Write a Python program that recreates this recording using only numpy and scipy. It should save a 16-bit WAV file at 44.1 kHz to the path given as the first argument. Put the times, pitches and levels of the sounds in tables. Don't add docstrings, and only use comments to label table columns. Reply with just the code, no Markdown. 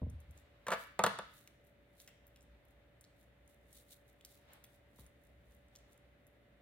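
import sys
import numpy as np
from scipy import signal
from scipy.fft import rfft, irfft, next_fast_len
from scipy.io import wavfile
from scipy.ndimage import map_coordinates

SR = 44100
rng = np.random.default_rng(int(sys.argv[2]) if len(sys.argv) > 2 else 0)


def generate_wav(signal):
    frames = np.transpose(np.atleast_2d(signal))
    scaled = np.clip(frames, -1, 1) * 32767
    pcm = np.round(scaled).astype(np.int16)
    wavfile.write(sys.argv[1], SR, pcm)


N = 291774

# middle_s, level_db, half_length_s
BRUSH_STROKES = [(0.387, -76, .03), (0.814, -60, .03), (1.377, -65.5, .045), (1.68, -82, .025),
                 (2.012, -64, .025), (2.41, -86, .06), (2.707, -86, 0.022), (3.21, -77.5, .035),
                 (3.512, -74, 0.023), (3.772, -62, 0.036), (3.926, -59, 0.022), (4.098, -77, 0.0233),
                 (4.326, -69, .05), (4.535, -77, .025), (4.739, -75, .028), (5.006, -66.5, 0.031),
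                 (5.254, -82, 0.049), (5.525, -78, 0.0513), (5.767, -83, 0.031), (5.925, -77.5, 0.026)]
# start_s, level_db, pitch_hz
LOUD_SNAPS = [(.0995, -59, 9200), (.2033, -61, 11300), (.3101, -60.5, 11300), (.377, -60.5, 8200),
              (1.475, -50.5, 2630), (2.001, -53.5, 3800), (2.0174, -55, 10900), (2.076, -46.5, 2090),
              (2.079, -51, 3050), (2.2681, -54, 13400), (2.3605, -57, 2880), (2.4278, -65, 11750),
              (3.0108, -54.5, 9200), (3.041, -57.5, 4214), (3.7293, -53.5, 9910), (4.21, -58.5, 3300),
              (4.249, -51, 4370), (4.2502, -48, 12000), (4.5338, -50.5, 12000), (4.6402, -50, 12700),
              (4.644, -54.5, 3150), (5.0648, -60, 9630), (5.754, -56, 3860), (5.76, -56, 5530),
              (6.2682, -60.5, 11940)]
# frequency_hz, side_to_mid_db
DIFFUSE_WIDTH = [(60, -23.5), (200, -9), (500, -3.5), (1200, -1.5), (8000, 2), (11000, -17), (15000, -22)]


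def tray(crumple_t60=0.045, crack_t60=0.012, swing_t60=.014, swing_hz=1150, flex_s=0.00069, push_s=0.0033):
    # start_s, level_db, relative_crack_db, brightness_db_per_octave
    buckles = [(0.6669, -45, -22.5, 2.5), (.683, -38, -19, -0.5), (0.7045, -41.5, -19.5, 1),
               (0.7169, -37.5, -24, 1.5), (0.7214, -36, -26.5, 1.5), (0.7256, -36.5, -28, 0),
               (0.734, -43, -20.5, 4), (0.9914, -30.5, -23, -1.5), (1.0383, -26.5, -16, 0.87),
               (1.0634, -32, -16, 1.6), (1.188, -42.5, -17.5, -2), (4.986, -68.5, -24, -1.5)]
    # pitch_hz, level_db, t60_s
    tray_modes = [(468, -11, .28), (511, -13, .2), (578, -11, .09), (637, -11, .11), (662, -11, .2),
                  (871, -7, .13), (913, -10, .13), (997, -9, .12), (1150, -8, .1), (1193, -7, .11),
                  (1233, -3, .1), (1262, -6, .12), (1342, -7, .08), (1533, -6, .1), (1700, -4, .1),
                  (1860, -7, .04), (2140, -18, .18), (2292, -19, .17), (2800, -15, .04), (3550, -13, .03)]
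    # pitch_hz, level_db, t60_s
    dimple_modes = [(7600, -1.5, 0.0089), (8374, -0.5, 0.01161), (9550, -6, 0.015), (11000, -13.5, 0.015)]
    # pitch_hz, level_db, t60_s
    floor_modes = [(112, -15.5, 0.14), (165, -2, .07), (200, -3, .12), (260, 0, 0.026)]
    # frequency_hz, level_db
    crumple_spectrum = [(250, -23), (450, 8.5), (900, 1), (1700, -2), (2100, -7.5), (2900, -9.5),
                        (4000, -13), (5500, -26), (16000, -37)]
    # frequency_hz, level_db
    crack_spectrum = [(1500, -16), (3800, 1.5), (5300, -7), (8000, -5), (10600, -3), (16000, -9.5)]
    ring_db, swing_db, thump_db, ping_db = -3, -1.5, -16.5, -1.5
    knocks, pings, t = np.zeros(N), np.zeros(N), np.arange(SR // 3) / SR
    for start_s, db, crack_db, brightness_db in buckles:
        noise = rng.standard_normal((2, len(t)))
        crumple = blow(coloured(noise[0], tilted(crumple_spectrum, brightness_db)) * decay(t, crumple_t60))
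        modes = blow(ring(tilted(tray_modes, brightness_db), t, scatter_db=5.5))
        pitch_hz = swing_hz * np.exp(0.13 * brightness_db)
        swing = blow(np.sin(2 * np.pi * pitch_hz * t) * decay(t, swing_t60))
        sheet = amp(ring_db) * modes + crumple + amp(swing_db) * swing
        body = blow(sheet * (1 - np.exp(-t / flex_s)))
        crack = blow(coloured(noise[1], crack_spectrum) * decay(t, crack_t60))
        thump = blow(ring(floor_modes, t, scatter_db=5.5) * (1 - np.exp(-t / push_s)))
        ping = blow(ring(dimple_modes, t, scatter_db=4.5))
        add(knocks, start_s, amp(db) * (body + amp(crack_db) * crack + amp(thump_db) * thump))
        add(pings, start_s, amp(db + crack_db + ping_db) * ping)
    return knocks, pings


def board():
    # start_s, peak_db, brightness_db_per_octave
    nudges = [(0.0173, -32.5, 2.5), (0.029, -37.5, 4.5), (0.065, -33.5, 0.5), (0.138, -44, -23),
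              (0.287, -49.5, -2), (2.357, -66.5, -1), (4.987, -54.5, 5.5)]
    # pitch_hz, level_db, t60_s
    board_modes = [(74.17, -5.5, 0.46), (94.6, -6.5, 0.18), (119.5, -1, 0.11), (143, -2, 0.071),
                   (217, -7, 0.041), (298, -11.5, 0.028), (469, -24.5, 0.19), (623, -23, 0.031),
                   (990, -32, 0.02)]
    thuds, t = np.zeros(N), np.arange(SR // 2) / SR
    for start_s, peak_db, brightness_db in nudges:
        boom = ring(tilted(board_modes, brightness_db), t, scatter_db=1)
        add(thuds, start_s, amp(peak_db) * boom / np.abs(boom).max())
    return thuds


def brush(grain_db=2.5, clump_db=3.0, pops_per_s=600):
    # frequency_hz, level_db
    bristle_spectrum = [(1500, -24.5), (2800, -11), (3800, 0.5), (5000, -9), (6500, -6), (8500, -3.5),
                        (11000, -0.5), (13000, -3), (16000, -3)]
    power = sum((amp(db) * swell(s, half_s, fall=1.1)) ** 2 for s, db, half_s in BRUSH_STROKES)
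    flicks = unit(rng.standard_normal((2, N)) * amp(grain_db * wobble(1500) + clump_db * wobble(270)))
    pops = unit((rng.random(N) < pops_per_s / SR) * rng.standard_normal((2, N)))
    swish = coloured(flicks + .7 * pops, bristle_spectrum)
    return np.sqrt(power) * spread(*swish, DIFFUSE_WIDTH)


def sauce_snaps(tick_t60=0.011, cavity_t60=0.0049, rise=0.19, tick_db=-15):
    # multiple_of_pitch, level_db
    tick_shape = [(.25, -22), (.6, -9.5), (1, 3), (1.5, -8.5), (3.999, -13)]
    ticks, cavities, t = np.zeros(N), np.zeros(N), np.arange(SR // 16) / SR
    glide = 1 + rise * np.minimum(t / cavity_t60, 1)
    for start_s, db, hz in LOUD_SNAPS + torn_films() + faint_films():
        spectrum = [(multiple * hz, level) for multiple, level in tick_shape]
        tick = coloured(rng.standard_normal(len(t)), spectrum) * decay(t, tick_t60)
        cavity = np.sin(2 * np.pi * hz * np.cumsum(glide) / SR) * decay(t, cavity_t60)
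        add(ticks, start_s, amp(db + tick_db) * blow(tick))
        add(cavities, start_s, amp(db) * cavity)
    return ticks, cavities


def torn_films(count=2, within_s=.012, relative_db=-10.5, scatter_octaves=0.19):
    start_s, db, hz = np.repeat(LOUD_SNAPS, count, axis=0).T
    delay, detune = rng.random((len(start_s), 2)).T
    pitch_hz = hz * 2 ** (scatter_octaves * (2 * detune - 1))
    return list(zip(start_s + within_s * delay, db + relative_db, pitch_hz))


def faint_films(count=3, level_db=-69.5, scatter_db=3.5, scatter_s=0.031):
    # low_hz, high_hz
    pitch_range = (7070, 14120)
    low_hz, high_hz = pitch_range
    middles = np.repeat([s for s, _, _ in BRUSH_STROKES], count)
    when, strength = rng.standard_normal((len(middles), 2)).T
    pitch_hz = low_hz * (high_hz / low_hz) ** rng.random(len(middles))
    return list(zip(middles + scatter_s * when, level_db + scatter_db * strength, pitch_hz))


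def pressing(light_rumble_db=-74.5, light_smear_db=-83):
    # middle_s, half_length_s, rumble_db, smear_db
    presses = [(.4, 0.39, -77.5, -76.5), (2.55, 0.21, -68.5, -83.5), (4.533, 0.063, -75, -68),
               (5.058, 0.058, -63.5, -78.5), (5.407, .2, -65, -92), (5.88, 0.17, -76.5, -79.5)]
    # frequency_hz, level_db
    rumble_spectrum = [(25, -33.5), (42, -10), (60, 10), (75, -2), (95, -10), (130, -12.5), (250, -16),
                       (500, -57)]
    # frequency_hz, level_db
    smear_spectrum = [(300, -10), (700, -0.5), (1400, -4.5), (2200, -6), (3800, -9.5), (5000, -19.5),
                      (9000, -34.5)]
    rumble_power, smear_power = amp(light_rumble_db) ** 2, amp(light_smear_db) ** 2
    for middle_s, half_s, rumble_db, smear_db in presses:
        pressure = swell(middle_s, half_s, fall=1)
        rumble_power = rumble_power + (amp(rumble_db) * pressure) ** 2
        smear_power = smear_power + (amp(smear_db) * pressure) ** 2
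    rumble = np.sqrt(rumble_power) * wash(rumble_spectrum)
    smear = np.sqrt(smear_power) * amp(1.1 * wobble(45)) * wash(smear_spectrum)
    return rumble + smear


def tiled_walls(x, build_s=0.0033):
    # frequency_hz, t60_s
    reverb_times = [(150, 0.49), (500, 0.24), (2500, 0.71), (6000, 0.6), (14000, 0.26)]
    hz, t, bands = signal.stft(rng.standard_normal((2, SR)), SR, nperseg=256)
    envelope = decay(t, along(reverb_times, hz)[:, None]) * (1 - np.exp(-t / build_s))
    tail = signal.istft(bands * envelope, SR, nperseg=256)[1]
    mid, side = signal.fftconvolve(x[None], tail / np.linalg.norm(tail[0]), axes=1)[:, :N]
    return spread(mid, side, DIFFUSE_WIDTH)


def room_tone(air_db=-70.5):
    # pitch_hz, level_db
    hum_tones = [(59.5, -77), (120, -80), (288, -84), (576, -77), (2051, -90.5), (2945, -99), (3596, -95.5)]
    # frequency_hz, level_db
    air_spectrum = [(25, -27), (40, -8.5), (65, -3), (130, -2), (230, -6.5), (380, -9.5), (560, -8),
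                    (680, -11), (990, -23.5), (1900, -16), (3700, -30.5), (5000, -43), (14400, -38),
                    (16000, -42)]
    hum, t = np.zeros(N), np.arange(N) / SR
    for hz, db in hum_tones:
        peak = np.sqrt(2) * amp(db + 0.45 * wobble(3.7))
        hum += peak * np.sin(2 * np.pi * hz * t + 1.3 * wobble(2.3))
    return amp(air_db) * wash(air_spectrum) + hum


def amp(db):
    return 10 ** (np.asarray(db) / 20)


def decay(t, t60):
    return amp(-60 * t / t60)


def unit(x):
    return x / np.sqrt(np.mean(x ** 2) + 1e-20)


def blow(x):
    return x / np.sqrt(np.sum(x ** 2) / (.02 * SR))


def swell(middle_s, half_s, fall):
    return (1 + ((np.arange(N) / SR - middle_s) / half_s) ** 2) ** -fall


def wobble(rate):
    return map_coordinates(rng.standard_normal(int(N * rate / SR) + 4), [np.arange(N) * rate / SR])


def ring(modes, t, scatter_db):
    hz, db, t60 = np.transpose(modes)[:, :, None]
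    sign = (-1) ** np.arange(len(hz))[:, None]
    strength = amp(db + scatter_db * rng.standard_normal(hz.shape))
    return np.sum(sign * strength * decay(t, t60) * np.sin(2 * np.pi * hz * t), axis=0)


def tilted(rows, slope_db):
    return [(hz, db + slope_db * np.log2(hz / 1000), *rest) for hz, db, *rest in rows]


def along(points, hz):
    frequencies, values = np.transpose(points)
    return np.interp(np.log(hz + 1), np.log(frequencies + 1), values)


def filtered(x, response):
    n = x.shape[-1]
    padded = next_fast_len(n + SR // 8)
    return irfft(rfft(x, padded) * response(np.fft.rfftfreq(padded, 1 / SR)), padded)[..., :n]


def coloured(x, spectrum):
    return unit(filtered(x, lambda hz: amp(along(spectrum, hz))))


def spread(mid, side, width):
    side = filtered(side, lambda hz: amp(along(width, hz)))
    return np.array([mid + side, mid - side])


def wash(spectrum):
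    return spread(*coloured(rng.standard_normal((2, N)), spectrum), DIFFUSE_WIDTH)


def add(track, start_s, sound):
    part = track[max(round(start_s * SR), 0):][:len(sound)]
    part += sound[:len(part)]


def scene():
    # frequency_hz, side_to_mid_db
    close_width = [(100, -37.5), (700, -17.5), (2400, -7.5), (4400, -3), (6500, 9.5), (8200, -3.5),
                   (11000, -10), (15000, -25.5)]
    knocks, pings = tray()
    thuds = board()
    ticks, cavities = sauce_snaps()
    close = knocks + pings + thuds + ticks + cavities
    direct = spread(close, filtered(close, lambda hz: 1j), close_width)
    reverb = tiled_walls(amp(-10.5) * knocks + amp(-8.5) * (thuds + ticks))
    return direct + reverb + brush() + pressing() + room_tone()


def record(dry, low_cut_hz=19, top_hz=15900):
    low_cut = signal.butter(2, low_cut_hz, "high", fs=SR, output="sos")
    return filtered(signal.sosfilt(low_cut, dry), lambda hz: hz < top_hz)


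dry = scene()
out = record(dry)
generate_wav(out)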